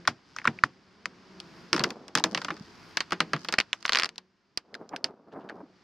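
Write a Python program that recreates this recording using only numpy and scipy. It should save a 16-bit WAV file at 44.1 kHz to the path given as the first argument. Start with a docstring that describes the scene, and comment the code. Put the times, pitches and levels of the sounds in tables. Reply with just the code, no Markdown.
"""Snaps lead: a stiff plastic cover sheet is peeled off the frames of an open beehive, outdoors and close by.
Spots of sticky propolis let go in runs; each pops, cracks, and sets the sheet and the hive box ringing.
Finer threads tear in between, slack folds flop over, hard tugs jolt the hive with a thud and a boom.
The sheet wobbles as it is folded back, and again when it swings free and scuffs the rim.
Underneath, bees hum in wavering harmonics and rustle as coloured noise with a faint hiss; their level rises and dips."""
import sys
import numpy as np
from scipy import signal
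from scipy.fft import rfft, irfft
from scipy.io import wavfile

SR = 44100
rng = np.random.default_rng(int(sys.argv[2]) if len(sys.argv) > 2 else 0)


def wrap_up_sound(samples):
    """Save the sound to the file named by the first command line argument, as 16-bit audio."""
    columns = np.atleast_2d(samples).T
    # keep every value between -1 and 1, then stretch to whole-number steps
    tamed = np.clip(columns, -1, 1)
    steps = np.round(tamed * 32767).astype(np.int16)
    wavfile.write(sys.argv[1], SR, steps)


N = 257266
TIME = np.arange(N) / SR

# Colour of a cracking bond. Each row: frequency in Hz, level in dB per Hz.
CRACK_COLOUR = [(900, -24), (2200, -12), (2900, -3.5), (3800, -6.5), (4900, 1), (6200, -10), (8000, -22),
                (12000, -33.5), (16000, -44.5)]
# Colour of the ringing sheet. Each row: frequency in Hz, level in dB per Hz.
SHEET_COLOUR = [(150, -23), (550, -8), (850, -3.5), (1200, -1), (1700, -1.5), (2600, -6.5), (3500, -10.5),
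                (6000, -31), (12000, -58.5)]
# Colour of a push on the hive. Each row: frequency in Hz, level in dB per Hz.
THUD_COLOUR = [(20, -4.5), (60, 2), (130, 2.5), (400, 0), (750, -1.5), (1500, -24.5), (3000, -51.5)]
# Colour of the bending sheet. Each row: frequency in Hz, level in dB per Hz.
FLEX_COLOUR = [(40, -32), (120, -11.5), (210, 0.5), (380, 0), (750, -4.5), (1300, -13), (1900, -27.5),
               (3500, -50.5), (8000, -59)]
# The peeling edge as it travels across the hive. Each row: time in seconds, left minus right treble in dB,
# length of a pop in cycles, tuning of the box modes as a factor (high for a short taut span, low for a slack one).
PEEL_EDGE = [(.36, 3, 0.67, .8), (.46, 4, 0.96, 0.77), (.59, 3, 1.3, .88), (.635, 2, 0.54, 0.92),
             (1.75, 2, 0.53, 1.11), (2.2, 0, 0.54, 1.1), (3.35, -1, 0.76, 1.067), (3.73, -1, 0.61, 1.5),
             (3.85, -2, 0.3, 1.47), (4.18, 0, 0.48, 1.5), (4.55, -4, 1.7, 1.6)]
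# Level of the background, which rises and dips. Each row: time in seconds, rustle in dB, hum in dB.
BACKGROUND_LEVEL = [(0, -57, -54), (.22, -62, -71), (.55, -55.5, -59), (.8, -63, -66), (1.6, -52.5, -52.5),
                    (2.1, -60.5, -63.5), (2.9, -51.5, -60), (3.05, -55, -65), (3.3, -54.5, -51.5),
                    (3.7, -60.5, -70), (4.14, -66.5, -63.5), (4.28, -72.5, -73.5), (4.85, -71, -75),
                    (5.2, -75.5, -71), (5.6, -70, -64), (5.82, -62.5, -69.5)]


def peeling(thread_db=-26, thread_s=0.003, sizzle_db=-7, push_db=-32):
    """Every snap is a crack and a pop; their joint energy pushes the hive and rings sheet and box."""
    # The bonds that break. Each row: time in seconds, pop level in dB before its colour, pop pitch in Hz,
    # crack level in dB, crack pitch in Hz, crack decay in seconds; levels as if all the energy fell in 1 ms.
    snaps = [(0.0523, -34.5, 1720, -49, 4600, 0.0017), (0.0751, -14.5, 1510, -17.5, 5600, 0.00056),
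             (0.0776, -8.5, 1232, -18, 4750.0, 0.00053), (0.3637, -26.5, 1250, -34.5, 5560, 0.00058),
             (0.3861, -24.0, 2010, -37.5, 5350, 0.0005), (0.3985, -36, 1890, -55, 4900.0, 0.0016),
             (0.4166, -34.5, 1900, -58.0, 5050.0, 0.002), (0.4441, -31.0, 1520.0, -41, 5250.0, 0.0014),
             (0.4534, -11, 1180, -36.5, 4960, 0.001), (0.4738, -9.5, 1430, -28.5, 5530, 0.00047),
             (0.477, -11.5, 2170, -35.5, 4460, 0.0015), (0.5884, -29, 2310, -50.0, 4450.0, 0.0022),
             (0.6372, -2, 1405, -23.5, 5200.0, 0.00069), (1.057, -18.5, 1790, -28, 5000.0, 0.00025),
             (1.402, -40.5, 2880, -31, 4940, 0.00027), (1.7303, -15.5, 1350, -10.5, 4860, 0.00028),
             (1.743, -21.5, 1180.0, -33, 4800.0, 0.0008), (1.7481, -27, 1420.0, -28.0, 4900, 0.00045),
             (1.7638, -20, 1280, -23.5, 4850, 0.00055), (1.779, -22.5, 1390, -33, 4800, 0.0005),
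             (1.7947, -25.0, 1560, -19, 4530, 0.0011), (1.8046, -21, 880.0, -37.5, 4570, 0.0004),
             (1.8136, -28.0, 1280.0, -38, 4750.0, 0.002), (1.8382, -30, 1550, -15, 5020, 0.0011),
             (1.8416, -16, 1330, -16.5, 4500, 0.00068), (1.905, -51, 1820, -28, 4850.0, 0.0015),
             (2.0811, -70, 3430.0, -37, 5100, 0.0013), (2.1525, -13, 1460, -13, 5060, 0.00017),
             (2.1746, -21, 1550, -20.5, 4740, 0.00096), (2.1845, -30.5, 1990.0, -23.5, 4900.0, 0.00014),
             (2.198, -41.5, 2000.0, -30.5, 5040, 0.0005), (2.2395, -21.5, 3140, -11.0, 5240, 0.00089),
             (2.348, -22, 1700, -17.5, 4600.0, 0.00035), (2.3753, -20.5, 2580, -25, 4500.0, 0.0021),
             (2.4167, -29.5, 1490, -31.5, 4400, 0.0017), (2.4473, -26.5, 1410.0, -26, 4880, 0.00046),
             (2.4838, -23, 1270, -42, 5100, 0.0013), (2.5045, -20, 1300, -36.5, 5040, 0.00082),
             (2.567, -45, 1410, -44.5, 4950, 0.00064), (2.9713, -20.5, 2240, -16, 4730, 0.00034),
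             (3.0055, -22, 1950, -19.5, 4500, 0.00016), (3.1076, -41, 1990.0, -35.5, 4800, 0.00027),
             (3.1214, -17.5, 1360, -23, 4700, 0.00058), (3.13, -23.5, 1450.0, -30.5, 4600.0, 0.0013),
             (3.2038, -16, 1600, -14.5, 4520, 0.0014), (3.3338, -15, 1590, -21.5, 4330, 0.00046),
             (3.3633, -32, 1180.0, -39, 5150, 0.0013), (3.4474, -41.5, 2630, -31, 5000, 0.00059),
             (3.4867, -39, 1720.0, -21.0, 4760, 0.00023), (3.5252, -36, 2430.0, -22, 4880, 0.00027),
             (3.539, -15.5, 1750, -20.5, 4600, 0.0014), (3.5841, -14.5, 1810, -21.5, 4300.0, 0.00086),
             (3.587, -7.5, 2450, -15.5, 5100, 0.00044), (3.6016, -12, 2480.0, -16, 4650, 0.0011),
             (3.6098, -21.0, 2520.0, -29, 4460, 0.001), (3.7307, -12.0, 2840, -27.5, 5600.0, 0.0004),
             (3.8271, -41, 1940.0, -37.5, 4900.0, 0.00057), (3.8532, -13.5, 1850.0, -26.5, 4500.0, 0.0004),
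             (3.861, -29, 2110.0, -25.5, 5100, 0.0007), (3.88, -24.5, 2750.0, -32.5, 4330, 0.00055),
             (3.8938, -13, 1590, -18, 4530, 0.0008), (3.9223, -15.5, 2590.0, -19.5, 4720, 0.00028),
             (3.933, -16.5, 2740, -14.5, 4700, 0.00028), (3.949, -12.5, 2350, -23.5, 4600.0, 0.0005),
             (3.9569, -13, 1820, -16.0, 4860, 0.00018), (3.963, -33.5, 2430.0, -30.5, 4350.0, 0.0022),
             (3.9714, -15.5, 2100, -21.0, 4400, 0.00083), (3.9738, -21, 1880, -23, 4400, 0.0008),
             (3.9872, -18, 2000, -14, 4600, 0.00021), (3.9978, -16, 2530.0, -19.5, 4300, 0.0007),
             (4.004, -32, 1930.0, -28, 4590, 0.00061), (4.0118, -26, 2110.0, -32, 4430, 0.00017),
             (4.022, -20, 2280, -26, 4350, 0.00073), (4.0341, -20, 1600.0, -16.5, 4750.0, 0.0004),
             (4.0452, -21.5, 1620, -20, 4700.0, 0.0004), (4.057, -32, 2130, -24, 4600, 0.0003),
             (4.0603, -32, 1880, -30, 4600, 0.00034), (4.0912, -39, 2180, -32.5, 4650.0, 0.00035),
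             (4.159, -53, 2125, -44, 4800.0, 0.00036), (4.1809, -44, 2443, -27, 4580, 0.0003),
             (4.5745, -13, 4580, -18.5, 4860, 0.00044), (4.7424, -31.5, 1974, -34.5, 4870, 0.0014),
             (4.7509, -31, 1610, -34.5, 4300, 0.00093), (4.892, -63, 2730, -42, 5440, 0.0006),
             (4.9627, -33, 1620, -27.5, 4850.0, 0.00025), (5.0432, -14, 4710, -18, 4840, 0.00028),
             (5.496, -30.5, 1710.0, -42.5, 4460, 0.0017)]
    # Colour of the pops. Each row: frequency in Hz, gain in dB.
    pop_colour = [(300, -30), (760, -24.5), (1020, 0), (5000, -2.5), (7000, -11.5), (14000, -30.5)]
    # How much of a snap passes on: most while the edge crosses the loose frames, little on the rim.
    # Each row: time in seconds, to the sheet in dB, to the box in dB.
    coupling = [(.08, -6.5, -16.5), (.45, -8.5, -24), (.64, -18.5, -30), (1.1, -14, -18.5),
                (1.75, -5.5, -9), (2.5, -1.5, -9), (3, -2, -28.5), (3.2, 1.5, -8.5), (3.52, -1, -12),
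                (3.55, -13.5, -30), (3.75, -14, -49.5), (4, -9, -22), (4.57, -19, -45.5), (5, -10, -20.5)]
    # The sheet recoils with a short dull knock at each snap, strongest near 3.5 s, weaker before and after.
    # Each row: time in seconds, level relative to the snap in dB.
    recoil = [(1.1, -33), (2.9, -15), (3.55, -10.5), (3.7, -30), (4.05, -21)]

    cracks, pops, rings, thuds, booms, threads, knocks = np.zeros((7, 2, N))
    recoil_db = curve(recoil)[0]
    _, cycles, tuning = curve(PEEL_EDGE)
    to_sheet_db, to_box_db = curve(coupling)
    push = blow(np.ones((2, 1)))
    for s, pop_db, hz, crack_db, crack_hz, crack_s in snaps:
        now = round(s * SR)
        snap_db = 20 * np.log10(np.hypot(amp(pop_db), amp(crack_db)))
        ring_db = snap_db + to_sheet_db[now]

        fracture = struck(size=1024, decay_s=crack_s, late_db=-26, late_s=0.0036, rise_s=0.00033, side_db=-10)
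        add(cracks, s - .0003, amp(crack_db) * snap_colour(fracture, crack_hz))
        add(pops, s - .0003, amp(pop_db) * pop(hz, cycles[now]))

        ring = struck(size=4096, decay_s=0.0026, late_db=-15.5, late_s=0.014, rise_s=0.00094, side_db=-22)
        add(rings, s + .0002, amp(ring_db) * blow(ring))
        # only a sharp crack excites the sheet's highest modes
        sizzle = struck(size=4096, decay_s=0.001, late_db=-18, late_s=0.012, rise_s=0.0012, side_db=-7.5)
        excited_db = min(ring_db, crack_db) + sizzle_db
        add(cracks, s + .0005, amp(excited_db) * snap_colour(sizzle, crack_hz))

        add(thuds, s, amp(snap_db + push_db) * push)
        add(knocks, s, amp(snap_db + recoil_db[now]) * push)
        add(booms, s + .0005, amp(snap_db + to_box_db[now]) * boom(tuning[now]))

        # two fine threads of propolis part just after the main bond
        for when, strength in rng.standard_normal((2, 2)):
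            tick = struck(size=128, decay_s=.0003, late_db=-23, late_s=.001, rise_s=.0001, side_db=-7)
            tick_db = crack_db + thread_db + 3 * strength
            add(threads, s + thread_s * abs(when), amp(tick_db) * blow(tick))
    sheet = travel(tinted(rings, SHEET_COLOUR)) + tinted(knocks, FLEX_COLOUR)
    fine = tinted(threads + creak(), CRACK_COLOUR)
    hive = tinted(thuds, THUD_COLOUR) + booms
    return place(cracks + fine + colour(pops, pop_colour) + sheet + hive)


def pop(hz, cycles, glide=0.03, scatter_db=-12, scatter_s=0.0023, size=768):
    """A released patch of sheet flips: a few swings that glide in pitch, then scatter from the frames."""
    t = np.arange(size) / SR
    u = hz * t - 2 * cycles  # cycles from the height of the pop
    bell = np.exp(-(u / cycles) ** 2 / 2)
    swing = bell * np.sin(2 * np.pi * (u + glide * u ** 2 / cycles + rng.random()))
    swing *= 1 - np.exp(-(hz * t / .5) ** 2)  # starts from rest
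    paths = pair(size, side_db=-19.5) * np.exp(-t / scatter_s) * (t > .001)
    scattered = irfft(rfft(paths) * rfft(swing))
    return blow(blow(swing) + amp(scatter_db) * blow(scattered))


def struck(size, decay_s, late_db, late_s, rise_s, side_db):
    """A burst of crowded vibration: a quick fall, then a weaker, longer tail."""
    t = np.arange(size) / SR
    fall = np.exp(-t / decay_s) + amp(late_db) * np.exp(-t / late_s)
    return pair(size, side_db) * (1 - np.exp(-t / rise_s)) * fall


def snap_colour(x, hz, size=1024):
    """Gives a burst the colour of a crack whose main resonance lies at hz."""
    top_hz = max(CRACK_COLOUR, key=lambda point: point[1])[0]
    shifted = [(f * hz / top_hz, db) for f, db in CRACK_COLOUR]
    return blow(colour(x, shifted, size=size))


def travel(x, lag_s=0.003532, fast_hz=3000):
    """Bending waves cross the sheet: the low ones arrive late (lag_s sets the travel time at 1 kHz)."""
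    size = 2 * x.shape[1]
    hz = np.fft.rfftfreq(size, 1 / SR)
    # delay relative to the waves at fast_hz and above
    slowness = 1 / np.sqrt(np.clip(hz, 100, fast_hz)) - 1 / np.sqrt(fast_hz)
    late_s = lag_s * np.sqrt(1000) * slowness
    phase = 2 * np.pi * np.cumsum(late_s) * SR / size  # delay summed over frequency
    return irfft(rfft(x, size) * np.exp(-1j * phase))[:, :x.shape[1]]


def boom(tuning, spread=.05, rise_s=0.0046, t60_s=0.16, size=8192):
    """The low modes of sheet and box, a little retuned and differently weighted at each blow."""
    # Modes of the sheet over the box. Each row: frequency in Hz before tuning, mean level in dB.
    box_modes = [(108, -15.5), (140, -4.5), (162, -1), (195, -8), (238, -4.5), (290, 1), (335, -2.5),
                 (400, -5), (465, -9), (540, -8.5), (640, -16), (730, -9), (820, -12.5), (950, -13),
                 (1150, -12)]
    hz, db = np.transpose(box_modes)[:, :, None]
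    detune, weight, phase = rng.standard_normal((3, len(box_modes), 1))
    t = np.arange(size) / SR
    fading = amp(db + 1.8 * weight - 60 * t / t60_s)
    modes = fading * np.sin(2 * np.pi * (hz * tuning * (1 + spread * detune) * t + phase))
    return blow(modes.sum(0) * (1 - np.exp(-t / rise_s)))[None]


def creak(slips_hz=130, unevenness=0.1):
    """The tightening sheet sticks and slips: an almost regular train of tiny ticks."""
    # Faint creaks as the sheet tightens. Each row: time in seconds, level in dB.
    creak_level = [(.25, -68), (.29, -58.5), (.42, -59), (.44, -74.5)]
    turns = np.cumsum(slips_hz * (1 + unevenness * drift(35))) / SR
    slips = np.diff(np.floor(turns), prepend=0)
    return level(creak_level) * slips * blow(np.ones(1))


def tearing(threads_per_s=700, spread_db=5, body_db=-3):
    """Threads tear in a crowd of tiny breaks of very unequal size, each a tick that stirs the sheet."""
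    # Fast stretches of the peel, where fine threads tear between the snaps.
    # Each row: time of the height in seconds, level in dB, time to build in seconds, time to settle in seconds.
    tears = [(1.78, -46, 0.028, 0.06), (2.4, -52.5, 0.12, 0.19), (3.41, -51, .03, .05),
             (3.98, -49, 0.14, 0.037)]
    breaks = (rng.random(N) < threads_per_s / SR) * amp(spread_db * rng.standard_normal(N))
    grain = sum(swell(*row) for row in tears) * evened(breaks * pair(N, side_db=-4))
    return place(tinted(grain, CRACK_COLOUR) + amp(body_db) * tinted(grain, SHEET_COLOUR))


def flops():
    """A wide fold turns over: a slow, soft pop that sinks in pitch."""
    # Slack folds that flop over after a release.
    # Each row: time of the height in seconds, level in dB, pitch in Hz, length in cycles.
    folds = [(.487, -22.5, 236, 2), (1.752, -23, 288, 1.5), (2.183, -34, 216, 1.1), (2.205, -26, 890, 1.2),
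             (2.26, -29, 198, 1.4), (2.33, -26, 217, 1.3), (2.527, -29, 333, 2.4), (2.612, -28, 185, 0.58),
             (3.35, -19, 158.5, 1.9), (4.94, -27.5, 850, 2.45), (5.636, -32.5, 293, 1.3)]
    out = np.zeros((2, N))
    for s, db, hz, cycles in folds:
        fold = pop(hz, cycles, glide=-0.02, scatter_db=-15, scatter_s=.012, size=4096)
        add(out, s - 2 * cycles / hz, amp(db) * fold)
    return out


def jolts():
    """A hard tug shifts the frames: a dull thud and the boom of the box."""
    # Tugs on the sheet that jolt the hive.
    # Each row: time in seconds, thud in dB, box boom in dB, tuning of the box modes as a factor.
    tugs = [(0.4771, -46, -21.5, .8), (0.6379, -20, -28.5, 0.94), (1.7295, -27, -19.5, 1.14),
            (1.8, -40, -17.5, .98), (3.1205, -53, -23, 1.22), (3.3333, -49, -23.5, 0.89),
            (3.5854, -24, -46, 1.23), (4.575, -35, -51, 1.3), (5.0435, -35, -42, 1.8)]
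    thuds, booms = np.zeros((2, 2, N))
    for s, thud_db, boom_db, tuning in tugs:
        add(thuds, s, amp(thud_db) * blow(np.ones((2, 1))))
        add(booms, s, amp(boom_db) * boom(tuning))
    return tinted(thuds, THUD_COLOUR) + booms


def wobble(flutter_db=3, buckles_per_s=450, smooth_db=0, tick_db=-38, ticks_per_s=45):
    """The loose sheet bends and shudders: small dull buckles in a fluttering rumble, and faint ticks."""
    # Bends of the sheet, first as it is folded back, then as it swings free.
    # Each row: time of the height in seconds, level in dB, time to build in seconds, time to settle in seconds.
    bends = [(1.755, -40.5, .015, .08), (1.825, -42, 0.04, 0.16), (2.185, -49, 0.012, 0.12),
             (2.255, -36, 0.011, 0.048), (2.5, -44, 0.025, 0.046), (4.828, -47.5, 0.12, 0.074),
             (4.94, -40, 0.022, 0.037), (5.06, -47, 0.065, 0.08), (5.285, -50, 0.023, 0.032),
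             (5.366, -44, 0.034, 0.13), (5.5, -45.5, 0.0099, 0.047), (5.57, -42.5, 0.029, 0.037)]
    buckles = (rng.random(N) < buckles_per_s / SR) * rng.standard_normal(N)
    shudder = evened(evened(buckles) + amp(smooth_db) * pair(N, side_db=-20.5))
    ticks = evened((rng.random(N) < ticks_per_s / SR) * pair(N, side_db=-5))
    # the bends add in power
    motion = np.linalg.norm([swell(*row) for row in bends], axis=0) * amp(flutter_db * drift(34))
    return tinted(motion * shudder, FLEX_COLOUR) + tinted(motion * amp(tick_db) * ticks, CRACK_COLOUR)


def scuffs(catches_per_s=1800):
    """The loose edge scuffs over the rim: dense little catches of the rough edge on wood."""
    # Strokes of the edge. Each row: time of the height in seconds, level in dB, time to build in seconds,
    # time to settle in seconds, tuning of the colour as a factor (low for a slack edge).
    strokes = [(4.941, -39, 0.016, 0.016, 0.43), (5.326, -60, 0.01, .018, 1),
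               (5.362, -46.5, 0.017, 0.014, 0.38), (5.41, -62, .006, .025, 1),
               (5.493, -43.5, 0.0047, 0.0045, 1), (5.506, -40.5, 0.0063, 0.011, 0.44)]
    # Colour of a scuff. Each row: frequency in Hz before tuning, level in dB per Hz.
    scuff_colour = [(300, -32), (1000, -7.5), (1650, 7), (2100, -6), (2800, -1.5), (4400, -10), (6500, -21),
                    (9000, -38), (14000, -63)]
    catches = evened((rng.random(N) < catches_per_s / SR) * pair(N, side_db=-19))
    out = np.zeros((2, N))
    for *stroke, tuning in strokes:
        tuned = [(f * tuning, db) for f, db in scuff_colour]
        out += tinted(swell(*stroke) * catches, tuned)
    return out


def bees(waver=0.038, flutter_db=4, tick_db=-11, ticks_per_s=350, size=512):
    """Wavering wingbeats over the rustle of many feet on the comb."""
    # Colour of the rustle. Each row: frequency in Hz, relative level in dB per Hz.
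    rustle_colour = [(25, -25), (80, -8), (170, -4), (400, -7), (520, -17), (1000, -10.5), (1500, -11.5),
                     (2500, -17), (3900, -20.5), (4900, -15.5), (6500, -28), (9000, -44.5), (15000, -60)]
    # The wing stroke: relative levels of harmonics 1, 2, 3, .. in dB.
    wing_harmonics = [1.5, -2.5, -13.5, -19.5, -20]
    # Groups of bees. Each row: mean wingbeat in Hz, relative level in dB.
    wingbeats = [(150, -13), (178, -2), (199, -4), (222, -4.5), (265, -8), (335, -7)]
    rustle_db, hum_db = curve(BACKGROUND_LEVEL)
    cycle = np.linspace(0, 1, size)
    stroke = sum(amp(db) * np.sin(2 * np.pi * k * cycle) for k, db in enumerate(wing_harmonics, 1))
    hum = np.zeros(N)
    for hz, db in wingbeats:
        turns = np.cumsum(hz * (1 + waver * drift(3) + 0.015 * drift(40))) / SR
        hum += amp(db + flutter_db * drift(6.9)) * np.interp(turns % 1, cycle, stroke)
    feet = (rng.random(N) < ticks_per_s / SR) * rng.standard_normal(N)
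    rustle = evened(colour(pair(N, side_db=-9) + amp(tick_db) * evened(feet), rustle_colour))
    return amp(rustle_db) * rustle + amp(hum_db) * evened(hum)


def air(top_db=-75, steepness=3.6, low_hz=7500, high_hz=13000):
    """A faint high hiss that rises steeply with the background level (steepness in dB per dB)."""
    rustle_db = curve(BACKGROUND_LEVEL)[0]
    band = signal.butter(2, [low_hz, high_hz], "band", fs=SR, output="sos")
    hiss = evened(signal.sosfilt(band, rng.standard_normal((2, N))))
    return amp(top_db + steepness * (rustle_db - rustle_db.max())) * hiss


def place(sound, shadow_hz=3500):
    """Two microphones hear the lows alike and the treble differently; the nearer gets more treble."""
    # The microphone pair. Each row: frequency in Hz, gain of what they do not share in dB,
    # phase lead of the left one in radians.
    ports = [(2200, -1.5, 0.12), (4460, 0, -0.02), (7000, 6, 0.67)]
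    hz = np.fft.rfftfreq(N, 1 / SR)
    side_db, lead = (read(np.array(ports)[:, [0, k]], hz) for k in (1, 2))
    spectra = rfft(sound)
    mid, sides = spectra.mean(0), np.array([[.5], [-.5]])
    widened = mid + amp(side_db) * (spectra - mid)
    heard = irfft(widened * np.exp(1j * lead * sides), N)
    # above shadow_hz the recorder's body shades the far microphone
    highpass = signal.butter(2, shadow_hz, "high", fs=SR, output="sos")
    treble = signal.sosfiltfilt(highpass, heard)
    return heard + (amp(curve(PEEL_EDGE)[0] * sides) - 1) * treble


def swell(s, db, build_s, settle_s):
    """One movement of the sheet: it builds smoothly to its height, then dies away."""
    since = TIME - s
    return amp(db) * np.exp(-np.where(TIME < s, (since / build_s) ** 2, since / settle_s))


def colour(x, spectrum, size=4096):
    """Causal (minimum-phase) filter with the given spectrum: nothing sounds before the blow."""
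    log_gain = np.log(amp(read(spectrum, abs(np.fft.fftfreq(size, 1 / SR)))))
    taps = np.fft.ifft(np.exp(np.conj(signal.hilbert(log_gain)))).real[:size // 2]
    return signal.fftconvolve(x, taps[None], axes=1)[:, :x.shape[1]]


def tinted(x, spectrum):
    """Colours white sound and keeps its power."""
    gain = amp(read(spectrum, np.fft.rfftfreq(4096, 1 / SR)))
    return colour(x, spectrum) / np.sqrt(np.mean(gain ** 2))


def pair(size, side_db):
    """White noise, mostly shared by the two microphones."""
    mid, side = rng.standard_normal((2, size))
    return mid + amp(side_db) * np.array([side, -side])


def drift(rate_hz, size=4096):
    """Slow random wandering of unit size."""
    hz = np.fft.rfftfreq(size, TIME[-1] / size)
    slow = evened(irfft(rfft(rng.standard_normal(size)) * np.exp(-(hz / rate_hz) ** 2)))
    return np.interp(TIME, np.linspace(0, TIME[-1], size), slow)


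def amp(db):
    """Decibels to amplitude."""
    return 10 ** (np.asarray(db) / 20)


def evened(x):
    """Scales a sound to unit RMS."""
    return x / np.sqrt(np.mean(x ** 2) + 1e-20)


def blow(x):
    """Scales a short sound to the energy of one millisecond at full level."""
    return x / np.sqrt(np.mean(np.sum(x ** 2, -1)) * 1000 / SR + 1e-20)


def read(points, hz):
    """Reads a table on a log-frequency axis."""
    f, value = np.transpose(points)
    return np.interp(np.log(hz + 1), np.log(f + 1), value)


def curve(rows):
    """The columns of a time table, sample by sample."""
    s, *columns = np.transpose(rows)
    return [np.interp(TIME, s, c) for c in columns]


def level(rows):
    """Gain from a table of seconds and dB, silent outside it."""
    s, db = np.transpose(rows)
    return amp(np.interp(TIME, s, db, left=-np.inf, right=-np.inf))


def add(mix, s, sound):
    """Mixes a sound into a stereo layer at s seconds."""
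    part = mix[:, max(round(s * SR), 0):][:, :sound.shape[1]]
    part += sound[:, :part.shape[1]]


def scene():
    """Snaps and tearing threads, flopping folds, the jolted hive, the swinging sheet and the bees."""
    sheet = peeling() + tearing() + flops() + jolts() + wobble() + scuffs()
    return sheet + bees() + air()


def record(dry, ceiling=1.0, cutoff_hz=16500):
    """The loudest peaks round off; then the recorder's band limit."""
    rounded = dry / (1 + (dry / ceiling) ** 4) ** (1 / 4)
    lowpass = signal.firwin(511, cutoff_hz, window=("kaiser", 9), fs=SR)
    return signal.oaconvolve(rounded, lowpass[None], "same")


dry = scene()
out = record(dry)
wrap_up_sound(out)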